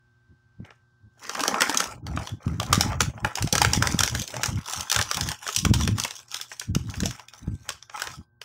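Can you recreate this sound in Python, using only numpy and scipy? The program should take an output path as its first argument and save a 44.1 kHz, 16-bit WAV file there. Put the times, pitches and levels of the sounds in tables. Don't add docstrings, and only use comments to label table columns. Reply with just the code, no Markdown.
import sys
import numpy as np
from scipy import signal
from scipy.fft import rfft, irfft, next_fast_len
from scipy.io import wavfile
from scipy.ndimage import uniform_filter1d, map_coordinates

SR = 44100
rng = np.random.default_rng(int(sys.argv[2]) if len(sys.argv) > 2 else 0)


def unload_audio(sound):
    columns = np.transpose(np.atleast_2d(sound))
    steps = np.round(np.clip(columns, -1, 1) * 32767)
    wavfile.write(sys.argv[1], SR, steps.astype(np.int16))


N = 372204

# harmonic number, rms level/dB
HUM_HARMONICS = [(1, -68.5), (2, -81), (3, -82), (7, -89.5), (9, -92.5), (11, -88.5), (13, -71.5),
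                 (31, -96.5), (43, -100)]
# f/Hz, relative level/dB
ROOM_AIR_SPECTRUM = [(30, -10), (100, 7.5), (400, -25), (1100, -17), (2200, -26.5), (5500, -28),
                     (12000, -46)]
# start t/s, duration/s, level/dB
PUFFS = [(0.296, 0.031, -50.5), (0.609, 0.0038, -30.5), (1.046, 0.028, -50), (1.869, 0.14, -45.5),
         (2.032, 0.19, -31), (2.335, 0.0062, -22), (2.477, 0.07, -23), (2.596, 0.059, -30.5),
         (2.694, 0.058, -23.5), (2.769, 0.32, -29), (3.142, 0.04, -41.5), (3.233, 0.034, -29),
         (3.417, 0.054, -26.5), (3.557, 0.21, -25), (3.779, 0.046, -25), (3.862, 0.19, -29),
         (4.113, 0.1, -28.5), (4.343, 0.18, -38.5), (4.489, .1, -28), (4.78, 0.026, -36.5),
         (4.974, 0.037, -29.5), (5.05, 0.045, -46.5), (5.169, 0.14, -32.5), (5.579, 0.066, -36.5),
         (5.656, 0.3, -20.5), (5.863, 0.18, -37), (6.693, 0.026, -28), (6.74, 0.18, -30.5),
         (6.98, 0.13, -30), (7.436, 0.0091, -38), (7.483, 0.07, -30), (7.612, 0.16, -54.5),
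         (8.076, 0.054, -42.5), (8.187, 0.014, -33.5)]
# f/Hz, relative level/dB
EDDY_SPECTRUM = [(25, -37), (62, 2), (118, 4.5), (184, -5), (257, -10.5), (299, -12), (430, -30),
                 (760, -53), (1540, -120)]
# t/s, relative level/dB
THUMPS = [(0.604, -31.5), (2.468, -22), (2.78, -14), (2.864, -20.5), (3.446, -16.5), (3.533, -19.5),
          (3.777, -14.5), (3.947, -16), (5.667, -13.5), (5.715, -10.5), (5.893, -17), (6.766, -12.5),
          (7.033, -19), (7.057, -22.5), (7.481, -22.5)]
# t/s, relative snap level/dB, body level re snap/dB, panel f/Hz
SNAPS = [(0.6498, -51, 10, 2870), (0.7057, -50.5, 9, 2500), (1.2514, -33.5, -4, 1200.0),
         (1.2944, -16.5, -7.5, 1190), (1.352, -25, 3.5, 1170), (1.3937, -19, -1.5, 814),
         (1.406, -12, -10.5, 1050), (1.4368, -8.5, -6, 1200), (1.4792, -4.5, -19, 800),
         (1.5426, -22.5, 5.5, 1140), (1.6072, -6.5, -6, 1860), (1.6191, -2.5, -5, 1430.0),
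         (1.6956, -12, -4.5, 886), (1.7452, -13.5, -4.5, 1220), (1.7726, -5, -26, 1330),
         (1.8031, -7, -10, 1340.0), (2.067, -22, -9, 837), (2.174, -34, 15, 1230),
         (2.2723, -20.5, -11.5, 1010), (2.479, -26, -5, 1220), (2.5998, -12.5, -4, 1160.0),
         (2.6305, -16.5, -9.5, 740), (2.7282, -1.5, -4.5, 1190), (2.7551, -12.5, -10.5, 1170.0),
         (2.809, -0.5, -16.5, 800.0), (2.9305, -34.5, 11, 1180), (3.006, -3, -7, 1370),
         (3.019, -17.5, -14.5, 1330), (3.178, -47.5, 13.5, 1400), (3.2474, -15, 6.5, 1380),
         (3.3549, -12.5, -19, 1600.0), (3.373, -18.5, -6, 780.0), (3.3836, -32, 11.5, 970),
         (3.4244, -8, -17, 1660), (3.474, -17.5, -9, 700), (3.5266, -3.5, -19.5, 516),
         (3.537, -19, 0.5, 846), (3.553, -4, -8.5, 1600), (3.5805, -4.5, -10.5, 1320),
         (3.617, -2, -5.5, 860), (3.648, -5.5, -4.5, 1410), (3.7342, -2, -19, 880.0),
         (3.8245, -5, -5, 1550), (3.8721, -7, -6, 1970), (3.9233, -16, -40, 1430),
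         (3.9907, -3.5, -16.5, 1850.0), (4.0065, -6.5, -8.5, 1350), (4.0346, -2, -13, 1530),
         (4.0767, -11, -8.5, 2160), (4.1501, -10.5, -7.5, 1630), (4.218, -15, -20, 510),
         (4.2771, -16.5, -27, 1920), (4.341, -24, -2.5, 610), (4.366, -19.5, -3.5, 870),
         (4.4335, -8, -8, 1610), (4.4393, -12, -6.5, 1400), (4.459, -10.5, -14.5, 1220),
         (4.6846, -19.5, -11, 940), (4.7339, -16.5, -13, 760), (4.8996, -7.5, -22.5, 2500.0),
         (4.9156, -1.5, -19.5, 1680.0), (4.927, -3, -18.5, 1270), (4.945, -12, -8, 2120),
         (4.9622, -4.5, -7.5, 1540), (4.9899, -9, -3.5, 1740), (5.0129, -9, -7.5, 1620),
         (5.0247, -12.5, -29, 1370), (5.1131, -10, -8, 1180), (5.1447, -11, -16.5, 1200),
         (5.1706, -10, -14, 1100), (5.21, -8.5, -17, 1620), (5.288, -11.5, -11.5, 1850),
         (5.3163, -16, -10, 880.0), (5.467, -22, 2.5, 1480), (5.4777, -14, -26.5, 1460.0),
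         (5.4889, -22, 3.5, 1290), (5.548, -17, -41, 2500.0), (5.563, -1.5, -38, 970),
         (5.6508, -6, -8, 2670), (5.7377, -2.5, -15.5, 930), (5.8102, -15, -7.5, 1030),
         (5.876, -10, -7.5, 1620), (5.9835, -14.5, -9, 1130), (5.9989, -10, -19, 960.0),
         (6.0369, -10.5, -34, 880), (6.048, -11.5, -11.5, 2720), (6.0498, -27.5, 8.5, 960),
         (6.1084, -17.5, -14.5, 2700), (6.3152, -22, -36, 2100), (6.3434, -13.5, -18, 2050.0),
         (6.4005, -32.5, 1.5, 1600), (6.4129, -13, -24, 1260), (6.5168, -29, 2.5, 1850),
         (6.5972, -12, -33, 1670), (6.614, -42.5, 14.5, 1510), (6.7499, -12, -12, 1320.0),
         (6.899, -25, -22, 1700), (6.94, -27, -2, 2640), (7.0035, -15, -13, 1650), (7.034, -17.5, -8, 490),
         (7.0574, -9, -13.5, 685), (7.1091, -21.5, -10.5, 1550), (7.196, -29, -5, 1000),
         (7.2845, -26.5, -27, 1580), (7.3359, -29.5, -9, 1380), (7.6908, -13.5, -8.5, 1430),
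         (7.703, -23, -3, 1130), (7.826, -33, -13, 1200.0), (7.8975, -34.5, -1.5, 1190),
         (7.976, -28, -2, 964), (7.997, -19, -11, 1240), (8.0197, -12, -7.5, 1470),
         (8.0715, -18.5, -7.5, 1900), (8.4157, -23, -9, 2190.0)]
# f/Hz, relative level/dB
FILM_SPECTRUM = [(240, -40.5), (400, -5), (715, -7.5), (847, -4), (1130, -8), (1610, 1), (2060, -5),
                 (3300, -1), (4220, -7), (5650, 2.5), (8670, -8), (11400, -16), (15500, -17)]
# start t/s, duration/s, film level/dB, snack level/dB
GRIPS = [(0.654, 0.064, -80, -58.5), (1.238, 0.28, -44.5, -43), (1.391, 0.44, -41.5, -33),
         (1.853, 0.069, -44, -42.5), (2.089, 0.2, -50.5, -45.5), (2.438, 0.34, -56.5, -49),
         (2.711, 0.2, -44.5, -34.5), (3.152, 0.079, -55.5, -50), (3.364, 0.15, -48.5, -44.5),
         (3.582, 0.4, -39, -37), (4.149, 0.061, -34.5, -38.5), (4.305, 0.19, -41.5, -40),
         (4.566, 0.02, -47, -42), (4.669, 0.14, -37, -38.5), (4.88, 0.092, -46.5, -42),
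         (5.103, 0.21, -37, -41), (5.431, 0.12, -38.5, -45.5), (5.8, 0.037, -36, -38),
         (5.988, 0.027, -34.5, -41), (6.114, 0.094, -46.5, -55.5), (6.328, 0.058, -40.5, -50),
         (6.521, 0.013, -43.5, -56), (6.898, .3, -52, -50), (7.341, 0.14, -58.5, -55.5),
         (7.497, 0.3, -62.5, -69), (7.673, 0.02, -59.5, -46), (7.949, 0.021, -44.5, -39),
         (7.983, 0.16, -47, -47)]
# f/Hz, relative level/dB
SNACK_SPECTRUM = [(110, -31), (180, -4.5), (237, -5), (697, 1), (1260, 5), (2500, 1), (3250, -27)]
# f/Hz, bandwidth/Hz, gain/dB
AIR_POCKETS = [(840, 49, 4.5), (1028, 72, -2), (1313, 80, 1)]
# t/s, level/dB
TUMBLES = [(1.413, -24), (1.495, -31), (1.532, -25.5), (1.614, -26.5), (1.695, -21.5), (1.753, -27)]
# f/Hz, level re snap/dB, t60/s
BLADE_MODES = [(1074, -40.5, 0.43), (3000, -40.5, .3)]
# f/Hz, t60/s
ROOM_DECAY = [(300, 0.13), (3000, 0.28), (15000, 0.21)]


def amp(db):
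    return 10 ** (np.asarray(db) / 20)


def unit(x):
    return x / np.sqrt(np.mean(x ** 2) + 1e-20)


def along(points, hz):
    f, value = np.transpose(points)
    return np.interp(np.log(hz + 1), np.log(f + 1), value)


def wobble(rate):
    return map_coordinates(rng.standard_normal(int(N * rate / SR) + 4), [np.arange(N) * rate / SR])


def coloured(x, points, lo_hz=0, hi_hz=30000, size=4096):
    hz = np.fft.rfftfreq(size, 1 / SR) + 1
    gain = amp(along(points, hz)) / np.sqrt((1 + (lo_hz / hz) ** 8) * (1 + (hz / hi_hz) ** 8))
    cepstrum = irfft(np.log(gain + 1e-6))
    cepstrum[1:size // 2] *= 2
    cepstrum[size // 2 + 1:] = 0
    kernel = irfft(np.exp(rfft(cepstrum)))
    return signal.oaconvolve(x, kernel / np.linalg.norm(kernel))[:N]


def bursts(times, gains, shapes, lead=0.0018):
    at = np.round((times - lead) * SR).astype(int).clip(0)[:, None] + np.arange(shapes.shape[1])
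    return np.bincount(at.ravel(), (gains[:, None] * shapes).ravel(), N + shapes.shape[1])[:N]


def spells(start, length, level_db, rise_db_s, fall_db_s):
    t = np.arange(0, N, 100) / SR
    early = np.maximum(start[:, None] - t, 0)
    late = np.maximum(t - (start + length)[:, None], 0)
    power = np.sum(amp(level_db[:, None] - rise_db_s * early - fall_db_s * late) ** 2, axis=0)
    return np.interp(np.arange(N) / SR, t, np.sqrt(power))


def pings(hz, cycles):
    turns = hz[:, None] * np.arange(int(.03 * SR)) / SR
    return np.sin(2 * np.pi * turns) * np.exp(-turns / cycles) * (1 - np.exp(-turns / 0.15))


def transformer(overtone_gain, hum_hz=119.7):
    phase = 2 * np.pi * hum_hz * np.arange(N) / SR
    partials = [amp(db + wobble(1.6)) * np.sqrt(2) * np.sin(k * phase + 2 * np.pi * rng.random())
                for k, db in HUM_HARMONICS]
    return partials[0] + overtone_gain * sum(partials[1:])


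def room_air():
    return amp(-67) * unit(coloured(rng.standard_normal(N), ROOM_AIR_SPECTRUM))


def buffet():
    eddies = coloured(amp(4 * wobble(40)) * rng.standard_normal(N), EDDY_SPECTRUM, size=16384)
    strength = np.sqrt(np.abs(uniform_filter1d(eddies ** 2, size=1500)) + 1e-9)
    push = spells(*np.transpose(PUFFS), rise_db_s=857, fall_db_s=638.5)
    return push * unit(eddies / strength ** 0.35)


def thumps():
    times, level_db = np.transpose(THUMPS)
    rebound = pings(hz=np.full(len(times), 170), cycles=0.57)
    return bursts(times, -amp(level_db + 10.5), rebound, lead=.002)


def rattle(count, t60, rise, spike, lead=0.0029):
    t = np.arange(int(.03 * SR)) / SR - lead
    decay_speed = amp(3 * rng.standard_normal((count, 1)))
    envelope = np.where(t < 0, np.exp(t / rise), amp(-60 * t * decay_speed / t60))
    noise = rng.standard_normal((count, len(t))) * envelope
    noise[:, np.argmax(t >= 0)] += spike * np.sign(noise[:, 0])
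    return noise


def snaps(bright_from_db=-28.5):
    times, snap_db, body_db, panel_hz = np.transpose(SNAPS)
    scatter = rng.standard_normal((len(times), 4))
    bright_share = 1 / (1 + amp(2 * (bright_from_db - snap_db) + 9 * scatter[:, 0]))
    crack = rattle(len(times), t60=0.0087, rise=0.0012, spike=3.8)
    bright = bursts(times, bright_share * amp(snap_db - 8.5), crack)
    dull = bursts(times, (1 - bright_share) * amp(snap_db - 3.0), crack)
    film = coloured(bright, FILM_SPECTRUM, lo_hz=2870)
    film += coloured(dull, FILM_SPECTRUM, lo_hz=2600, hi_hz=6200)
    body_rattle = rattle(len(times), t60=0.025, rise=0.00086, spike=0.76)
    body = coloured(bursts(times, amp(snap_db + body_db - 5.5), body_rattle), FILM_SPECTRUM, hi_hz=2700)
    panel = bursts(times, amp(snap_db + body_db), pings(panel_hz, cycles=4.08), lead=0.0004)
    first_hz, second_hz, third_hz = 5000 * amp(3.25 * scatter[:, 1:].T).clip(.5, 2)
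    long_rings = pings(second_hz, cycles=34) + pings(third_hz, cycles=32)
    facet_rings = pings(first_hz, cycles=11) + amp(-14) * long_rings
    facets = bursts(times, amp(snap_db - 14), facet_rings, lead=0)
    return film + facets + body + panel


def patchy(x, depth_db):
    spectrum = signal.stft(x, nperseg=256)[2]
    field = uniform_filter1d(rng.standard_normal(spectrum.shape), size=2, axis=0)
    field = uniform_filter1d(field, size=20, axis=1)
    return signal.istft(spectrum * amp(depth_db * unit(field)), nperseg=256)[1][:N]


def grains(count, spread_db, t60, slide):
    draw = rng.random((count, 2))
    times = draw[:, 0] * N / SR
    clumping_db = 1.5 * wobble(30)[(times * SR).astype(int)]
    size_db = -spread_db * np.log(draw[:, 1] + 0.0032) + clumping_db
    ticks = bursts(times, amp(size_db), rattle(count, t60, rise=0.0021, spike=2.4))
    return patchy(unit(ticks) + slide * rng.standard_normal(N), depth_db=4.0)


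def agitation(grip_db, settle_db, settle_fall_db_s):
    start, length, _, _ = np.transpose(GRIPS)
    snap_times = np.transpose(SNAPS)[0]
    handling = spells(start, length, grip_db, rise_db_s=403.5, fall_db_s=279)
    settling = spells(snap_times, 0, settle_db, rise_db_s=4000, fall_db_s=settle_fall_db_s)
    return np.hypot(handling, settling)


def film_crackle():
    _, _, grip_db, _ = np.transpose(GRIPS)
    _, snap_db, body_db, _ = np.transpose(SNAPS)
    envelope = agitation(grip_db, settle_db=snap_db + body_db.clip(0) - 26.5, settle_fall_db_s=261.5)
    ticks = grains(count=3000, spread_db=4, t60=.01, slide=.33)
    return envelope * unit(coloured(ticks, FILM_SPECTRUM, lo_hz=2200))


def air_pockets(x):
    size = next_fast_len(N + SR // 2)
    f = np.fft.rfftfreq(size, 1 / SR)
    rings = sum(amp(db) * 1j * f * width / (hz * hz - f * f + 1j * f * width)
                for hz, width, db in AIR_POCKETS)
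    return irfft(rfft(x, size) * (1 + rings), size)[:N]


def snack_knocks(slit_s=4.6, slit_loss_db=8.5, crossover_hz=670):
    _, _, _, grip_db = np.transpose(GRIPS)
    _, snap_db, body_db, _ = np.transpose(SNAPS)
    envelope = agitation(grip_db, settle_db=snap_db + body_db - 20.5, settle_fall_db_s=259)
    knocks = grains(count=2000, spread_db=2.6, t60=.018, slide=.3)
    seal = amp(-slit_loss_db * (np.arange(N) / SR > slit_s))
    upper = coloured(knocks, SNACK_SPECTRUM, lo_hz=crossover_hz, hi_hz=2300)
    lower = 0.64 * seal * coloured(knocks, SNACK_SPECTRUM, hi_hz=crossover_hz)
    return envelope * unit(air_pockets(upper + lower))


def tumbles(cushion_hz=259):
    times, level_db = np.transpose(TUMBLES)
    boom_hz = cushion_hz * amp(rng.standard_normal(len(times)))
    return bursts(times, amp(level_db), pings(boom_hz, cycles=2.96), lead=0.0016)


def scissors(from_s=5.3, until_s=6.2):
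    times, snap_db = np.transpose([row[:2] for row in SNAPS if from_s < row[0] < until_s])
    blows = np.bincount((times * SR).astype(int), amp(snap_db + 2.2 * rng.standard_normal(len(times))), N)
    t = np.arange(SR // 2) / SR
    ring = sum(amp(db - 60 * t / t60) * np.sin(2 * np.pi * hz * t) for hz, db, t60 in BLADE_MODES)
    return signal.fftconvolve(blows, ring)[:N]


def reverberation(x, slices=20, delay_samples=150):
    out, step = np.zeros(N + 2 * SR), N // slices + 1
    for k in range(slices):
        hz, t, noise = signal.stft(rng.standard_normal(SR // 4), SR, nperseg=256)
        decay = amp(-60 * t / along(ROOM_DECAY, hz)[:, None])
        tail = signal.istft(noise * decay, SR, nperseg=256)[1]
        wet = signal.fftconvolve(x[k * step:(k + 1) * step], tail / np.linalg.norm(tail))
        out[k * step + delay_samples:][:len(wet)] += wet
    return out[:N]


def level_follower(sound, change_db, threshold_db, window):
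    power = np.abs(uniform_filter1d(sound ** 2, size=window, origin=window // 2 - 1))
    return amp(change_db * power / (power + amp(threshold_db) ** 2))


def treble_gate(x, threshold_db=-23.5, from_hz=1550):
    hz, _, spectrum = signal.stft(x, SR, nperseg=512)
    power = uniform_filter1d(np.abs(spectrum) ** 2, size=3, axis=-2)
    now = np.abs(uniform_filter1d(power, size=4)) + 1e-20
    lately = np.abs(uniform_filter1d(power, size=81, origin=40))
    floor = amp(2 * threshold_db) * lately / (1 + (from_hz / (hz[:, None] + 1)) ** 8)
    return signal.istft(spectrum * now / (now + floor), SR, nperseg=512)[1][..., :N]


def scene():
    bag = snaps() + film_crackle() + snack_knocks() + tumbles() + scissors()
    wind = buffet() + thumps()
    wind_guard = level_follower(wind, change_db=-8.5, threshold_db=-16.5, window=SR // 40)
    overtone_gain = level_follower(bag, change_db=1, threshold_db=-54, window=SR // 2)
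    bag_in_room = bag + amp(-11) * reverberation(bag)
    return (wind_guard * bag_in_room + wind + transformer(overtone_gain) + room_air())[None]


def record(dry, bass_cut_hz=35, top_hz=15700):
    gated = treble_gate(dry)
    rounded = gated / (1 + np.abs(gated / .9) ** 4) ** (1 / 4)
    size = next_fast_len(N + SR // 2)
    hz = np.fft.rfftfreq(size, 1 / SR)
    passband = (hz < top_hz) * hz ** 2 / (hz ** 2 + bass_cut_hz ** 2)
    return irfft(rfft(rounded, size) * passband, size)[..., :N]


dry = scene()
out = record(dry)
unload_audio(out)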